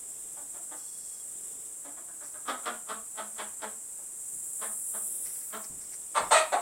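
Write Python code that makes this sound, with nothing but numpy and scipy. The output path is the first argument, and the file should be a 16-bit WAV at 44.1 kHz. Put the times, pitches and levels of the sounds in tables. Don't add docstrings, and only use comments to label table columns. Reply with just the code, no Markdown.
import sys
import numpy as np
from scipy import signal
from scipy.fft import rfft, irfft
from scipy.io import wavfile
from scipy.ndimage import uniform_filter1d, map_coordinates

SR = 44100
rng = np.random.default_rng(int(sys.argv[2]) if len(sys.argv) > 2 else 0)


def master(y):
    cut = np.clip(np.atleast_2d(y).T, -1, 1)
    pcm = np.round(cut * 32767)
    wavfile.write(sys.argv[1], SR, pcm.astype(np.int16))


N = 291501
TIME = np.arange(N) / SR
BAND_LIMIT_HZ = 15950


def gain_of(db):
    return 10 ** (np.asarray(db) / 20)


def unit_rms(x):
    return x / np.sqrt(np.mean(x ** 2) + 1e-20)


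def curve_at(points, hz):
    f, value = np.transpose(points)
    return np.interp(np.log(hz + 1), np.log(f + 1), value)


def add(mix, start, sound):
    part = mix[round(start * SR):][:len(sound)]
    part += sound[:len(part)]


def noise(colour, size):
    hz = np.fft.rfftfreq(size, 1 / SR)
    return unit_rms(irfft(rfft(rng.standard_normal(size)) * gain_of(curve_at(colour, hz)), size))


def rise_and_fall(start, rise, fall, curve):
    return np.interp(TIME, [start, start + rise, start + rise + fall], [0, 1, 0]) ** curve


def outdoor_air():
    # (frequency [Hz], level [dB])
    colour = [(20, -4), (60, -5), (150, -4), (400, -2), (800, -6.5), (1600, -11), (3500, -18), (4500, -21),
              (6000, -21), (9000, -79)]
    return gain_of(-63.5) * noise(colour, N)


def high_hiss():
    # (frequency [Hz], level [dB])
    colour = [(4500, -33), (6000, -20.5), (6600, -17), (7000, -9), (7300, -2.5), (8250, 1.5), (9000, -3.5),
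              (10000, -7), (11000, -13), (12200, -17.5), (14000, -21), (15800, -25)]
    # (time [s], level [dB])
    levels = [(0, -42), (1.55, -41), (1.95, -43.5), (2.4, -42), (4.2, -41.5)]
    flicker_hz, flicker_db = 22, 0.68
    flicker = unit_rms(signal.lfilter(*signal.butter(2, flicker_hz, fs=SR), rng.standard_normal(N)))
    hiss = noise(colour, N) * gain_of(np.interp(TIME, *np.transpose(levels)))
    return (hiss + shrill_swell()) * gain_of(flicker_db * flicker)


def breathy_swell(start, length, level_db):
    # (frequency [Hz], level [dB])
    colour = [(20, -3), (150, -7.5), (420, 2), (900, -11), (1600, -15.5), (2800, -13.5), (3650, -8),
              (4300, -29), (5300, -5), (6500, -25), (9000, -18)]
    arch = np.sin(np.pi * np.clip((TIME - start) / length, 0, 1))
    return 0, gain_of(level_db) * noise(colour, N) * arch


def syrinx(hz, rough, jitter, alternation=0):
    wobble = unit_rms(uniform_filter1d(rng.standard_normal(len(hz)), size=130))
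    turns = np.cumsum(hz * (1 + jitter * rough * wobble)) / SR
    harmonics = np.arange(1, int(BAND_LIMIT_HZ / hz.max()))[:, None]
    pulses = np.cos(2 * np.pi * harmonics * turns).sum(0)
    pulses *= 1 + alternation * np.cos(np.pi * turns)
    puffs = (.3 + np.exp(-(turns % 1) / .25)) * rng.standard_normal(len(hz))
    return (1 - rough) * unit_rms(pulses) + rough * unit_rms(puffs)


def colour_voice(x, colour, peak_hz, peak_db, db_per_octave, width_hz, rings=()):
    hz = np.fft.rfftfreq(len(x), 1 / SR)
    peaks = [(peak_hz, width_hz, peak_db), *rings]
    resonances = sum(db / (1 + (2 * (hz - f) / width) ** 2) for f, width, db in peaks)
    tilt = db_per_octave * np.log2(np.clip(hz, 400, 6000) / peak_hz)
    return unit_rms(irfft(rfft(x) * gain_of(curve_at(colour, hz) + resonances + tilt), len(x)))


def coop(x, wet_db):
    # (frequency [Hz], time to fall 60 dB [s])
    ring_times = [(200, 0.29), (600, 0.35), (1300, 0.29), (3000, 0.28), (8000, 0.19)]
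    # (delay [s], gain [ratio])
    echoes = [(.0031, 0.27), (.0067, 0.6), (0.0102, .35), (0.0176, 0.058)]
    taps = rng.choice([-1., 1.], SR // 2) * (rng.random(SR // 2) < .1)
    hz, t, spectrum = signal.stft(taps, SR, nperseg=256)
    decay = gain_of(-60 * t / curve_at(ring_times, hz)[:, None])
    tail = signal.istft(spectrum * decay, SR, nperseg=256)[1]
    tail *= np.minimum(np.arange(len(tail)) / SR / 0.0079, 1)
    response = gain_of(wet_db) * tail / np.linalg.norm(tail)
    response[0] += 1
    for delay, gain in echoes:
        response[round(delay * SR)] += gain
    heard = signal.fftconvolve(x, response)
    return heard * np.linalg.norm(x) / np.linalg.norm(heard)


def cluck(start, level_db, pitch_hz, beak_hz, beak_db):
    # (frequency [Hz], level [dB])
    colour = [(140, -46), (210, -8.5), (340, -6.5), (440, -5), (640, 0.5), (850, -3), (1250, 0),
              (1750, -5.5), (2150, -10.5), (2800, -17.5), (3300, -9.5), (4300, -21.5), (5800, -26.5),
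              (12000, -38)]
    # (pitch [Hz], roughness [0-1])
    roughness = [(210, 0.39), (240, 0.55), (340, .52)]
    soft_to_loud_db = (-48, -29.5)
    rise = np.interp(level_db, soft_to_loud_db, (0.0094, .021))
    fall = np.interp(level_db, soft_to_loud_db, (0.03, 0.0098))
    db_per_octave = np.interp(level_db, soft_to_loud_db, (-1.3, 0.24))
    hum_db = np.interp(level_db, soft_to_loud_db, (-12, -22))
    lead_s, hum_delay_s, hum_width_s = .025, 0.059, 0.035
    t = np.arange(SR // 4) / SR - lead_s
    hz = pitch_hz * (1 + .015 * np.exp(-abs(t) / .03))
    drive = syrinx(hz, curve_at(roughness, pitch_hz), jitter=0.1296)
    burst = colour_voice(drive, colour, beak_hz, beak_db, db_per_octave, width_hz=230)
    opening = np.clip(t / rise, 0, 1) ** .8 * np.exp(-(np.maximum(t - rise, 0) / fall) ** 1.3)
    murmur = gain_of(-19.5) * np.exp(-(t / 0.033) ** 2)
    slap = gain_of(-8) * unit_rms(np.diff(burst, prepend=0)) * (t > 0) * np.exp(-abs(t) / 0.0068)
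    phase = 2 * np.pi * np.cumsum(hz) / SR
    hum = np.sin(phase) * np.exp(-((t - hum_delay_s) / hum_width_s) ** 2)
    hum += gain_of(-18) * np.sin(2 * phase) * opening
    voice = coop(burst * (opening + murmur) + slap, wet_db=1)
    voice += gain_of(hum_db) * coop(hum, wet_db=-3.5)
    return start - lead_s, gain_of(level_db) * voice


def whistle(start, length, level_db):
    # (frequency [Hz], width [Hz], level [dB])
    resonances = [(3400, 61, -6), (4620, 780, -5.5), (5560, 430, 0), (6230, 330, -3)]
    sag_per_s, fade_db_per_s, edge_s = .05, 4, .03
    t = np.arange(SR) / SR
    warped_time = np.cumsum(1 - sag_per_s * t) / SR
    squeal = 0
    for hz, width, db in resonances:
        white = rng.standard_normal(SR) + 1j * rng.standard_normal(SR)
        flutter = signal.lfilter(*signal.butter(2, width / 2, fs=SR), white)
        squeal += gain_of(db) * unit_rms((flutter * np.exp(2j * np.pi * hz * warped_time)).real)
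    gate = np.clip(np.minimum(t, length - t) / edge_s, 0, 1)
    return start, gain_of(level_db - fade_db_per_s * t) * unit_rms(squeal) * gate


def scuff(start, level_db, decay):
    # (frequency [Hz], level [dB])
    colour = [(200, -21), (900, 3), (2100, 10), (3400, -12), (4300, 3), (5700, 14.5), (9000, -12),
              (15000, -33)]
    t = np.arange(SR // 3) / SR
    clumps = gain_of(6.8 * unit_rms(uniform_filter1d(rng.standard_normal(len(t)), size=120)))
    crackle = unit_rms(noise(colour, len(t)) * clumps)
    press = np.minimum(t / .012, 1) * np.exp(-t / decay)
    return start, gain_of(level_db) * coop(crackle * press, wet_db=-13)


def shrill_swell():
    # (frequency [Hz], level [dB])
    shrill_colour = [(5000, -106), (6500, -24), (7500, 4.5), (8500, 8), (9700, 8), (11000, 2),
                     (13000, -7.5), (15800, -13)]
    # (frequency [Hz], level [dB])
    fizz_colour = [(8000, -38), (10500, -14), (12000, 7), (14000, -3), (15800, 4)]
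    start, climb_per_s = 4.1, .1
    speed = 1 + climb_per_s * np.clip(TIME - start - .8, -1, 1)
    climbing = map_coordinates(noise(shrill_colour, N), [np.cumsum(speed)], order=3, mode="wrap")
    shrill = gain_of(-35.5) * climbing * rise_and_fall(start, rise=0.91, fall=0.52, curve=0.57)
    fizz = gain_of(-45) * noise(fizz_colour, N) * rise_and_fall(start, rise=1.46, fall=.18, curve=.8)
    return shrill + fizz


def bump(start, level_db, decay):
    # (frequency [Hz], level [dB])
    colour = [(20, 3), (100, 3), (250, 2.5), (500, -9), (1500, -23), (5000, -60)]
    t = np.arange(SR // 2) / SR
    push = np.minimum(t / 0.0013, 1) * np.exp(-t / decay)
    return start, gain_of(level_db) * noise(colour, len(t)) * push


def alarm(start, level_db, rise, hold, pitch_hz, rough, beak_hz, db_per_octave):
    # (frequency [Hz], level [dB])
    colour = [(150, -35.5), (350, -14.5), (480, -10), (610, -4.5), (800, -2.5), (1300, -6), (1550, -9.5),
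              (2000, -13), (3100, -21.5), (4400, -21), (5200, -32), (7400, -21.5), (8300, -15),
              (10500, -34), (15000, -58)]
    # (frequency [Hz], width [Hz], boost [dB])
    rings = [(606, 46, 4.9), (957, 27, 3.4), (1260, 57, 1.6), (2180, 110, 2.7), (2620, 43, 1.5),
             (3870, 33, 5.6), (8360, 144, 7.1)]
    upper_ring = (3520, 240, 5)
    sag_hz_per_s, beak_db = 180, 6.5
    t = np.arange(SR // 4) / SR
    drive = syrinx(pitch_hz - sag_hz_per_s * t, rough, jitter=.12, alternation=rough)
    voice = colour_voice(drive, colour, beak_hz, beak_db, db_per_octave, width_hz=370,
                         rings=[*rings, upper_ring])
    fall = 0.0057 + hold
    effort = np.minimum(t / rise, 1) * np.exp(-(np.maximum(t - rise - hold, 0) / fall) ** 1.6)
    return start, gain_of(level_db) * coop(voice * effort, wet_db=0)


def scene():
    # (time [s], level [dB], pitch [Hz], beak resonance [Hz], its boost [dB])
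    clucks = [ (.364, -49.5, 290.5, 840, 13), (.540, -49.5, 342, 720, 5), (.709, -45.5, 300, 820, 7),
              (1.845, -47, 286.6, 834, 5), (1.965, -50.5, 344, 750, 5), (2.076, -53.5, 334, 1590, 15),
              (2.206, -50.5, 292, 1600, 10), (2.335, -49, 304, 1600, 8), (2.477, -26.5, 251.5, 1285, 4.5),
              (2.657, -27.5, 231.7, 1380, 7.5), (2.887, -31, 216.7, 1200, 8), (3.173, -33.5, 219, 1200, 1),
              (3.381, -33, 214, 1610, 1), (3.619, -34, 217.6, 1710, 1.5), (3.978, -59.5, 262.5, 885, 10),
              (4.613, -36.5, 216.1, 1770, 4), (4.936, -43.5, 218, 1320, 3), (5.526, -35, 215.8, 1280, 4.5)]
    # (time [s], level [dB], rise [s], hold [s], pitch [Hz], roughness [0-1],
    # beak resonance [Hz], brightness [dB per octave])
    alarms = [ (6.144, -20, 0.027, 0.0046, 470.2, .62, 1090, 0.8),
              (6.305, -15, 0.014, 0.0072, 594.8, .7, 840, 2),
              (6.323, -17.5, 0.013, 0.027, 644.1, .33, 2470, 1.5),
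              (6.518, -20.5, 0.0097, 0.0097, 388.3, 0.57, 805, -1)]
    # (time [s], level [dB], decay [s])
    scuffs = [(2.23, -49.5, 0.034), (5.244, -47.5, 0.049), (5.329, -57.5, 0.23), (5.624, -50.5, 0.034),
              (5.798, -55.5, 0.1), (5.916, -42, 0.018)]
    # (time [s], level [dB], decay [s])
    bumps = [(4.329, -58, 0.057), (5.70, -47.5, 0.026), (5.739, -56, 0.083), (6.2, -46, 0.058),
             (6.319, -54, 0.041)]
    # (time [s], length [s], level [dB])
    swells = [(-.3, 1.0, -62.5), (1.197, 0.62, -61), (4.95, 0.55, -59.5), (5.605, 0.63, -64.5),
              (6.08, 0.47, -52.5)]
    mix = high_hiss() + outdoor_air()
    sources = [(cluck, clucks), (alarm, alarms), (scuff, scuffs), (bump, bumps), (breathy_swell, swells)]
    for source, events in sources:
        for event in events:
            add(mix, *source(*event))
    add(mix, *whistle(start=.755, length=0.49, level_db=-59.5))
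    return mix[None]


def record(dry):
    ceiling = .42
    rounded = ceiling * np.tanh(dry / ceiling)
    lowpass = signal.firwin(511, BAND_LIMIT_HZ, window=("kaiser", 9), fs=SR)
    return signal.oaconvolve(rounded, lowpass[None], "same")


dry = scene()
out = record(dry)
master(out)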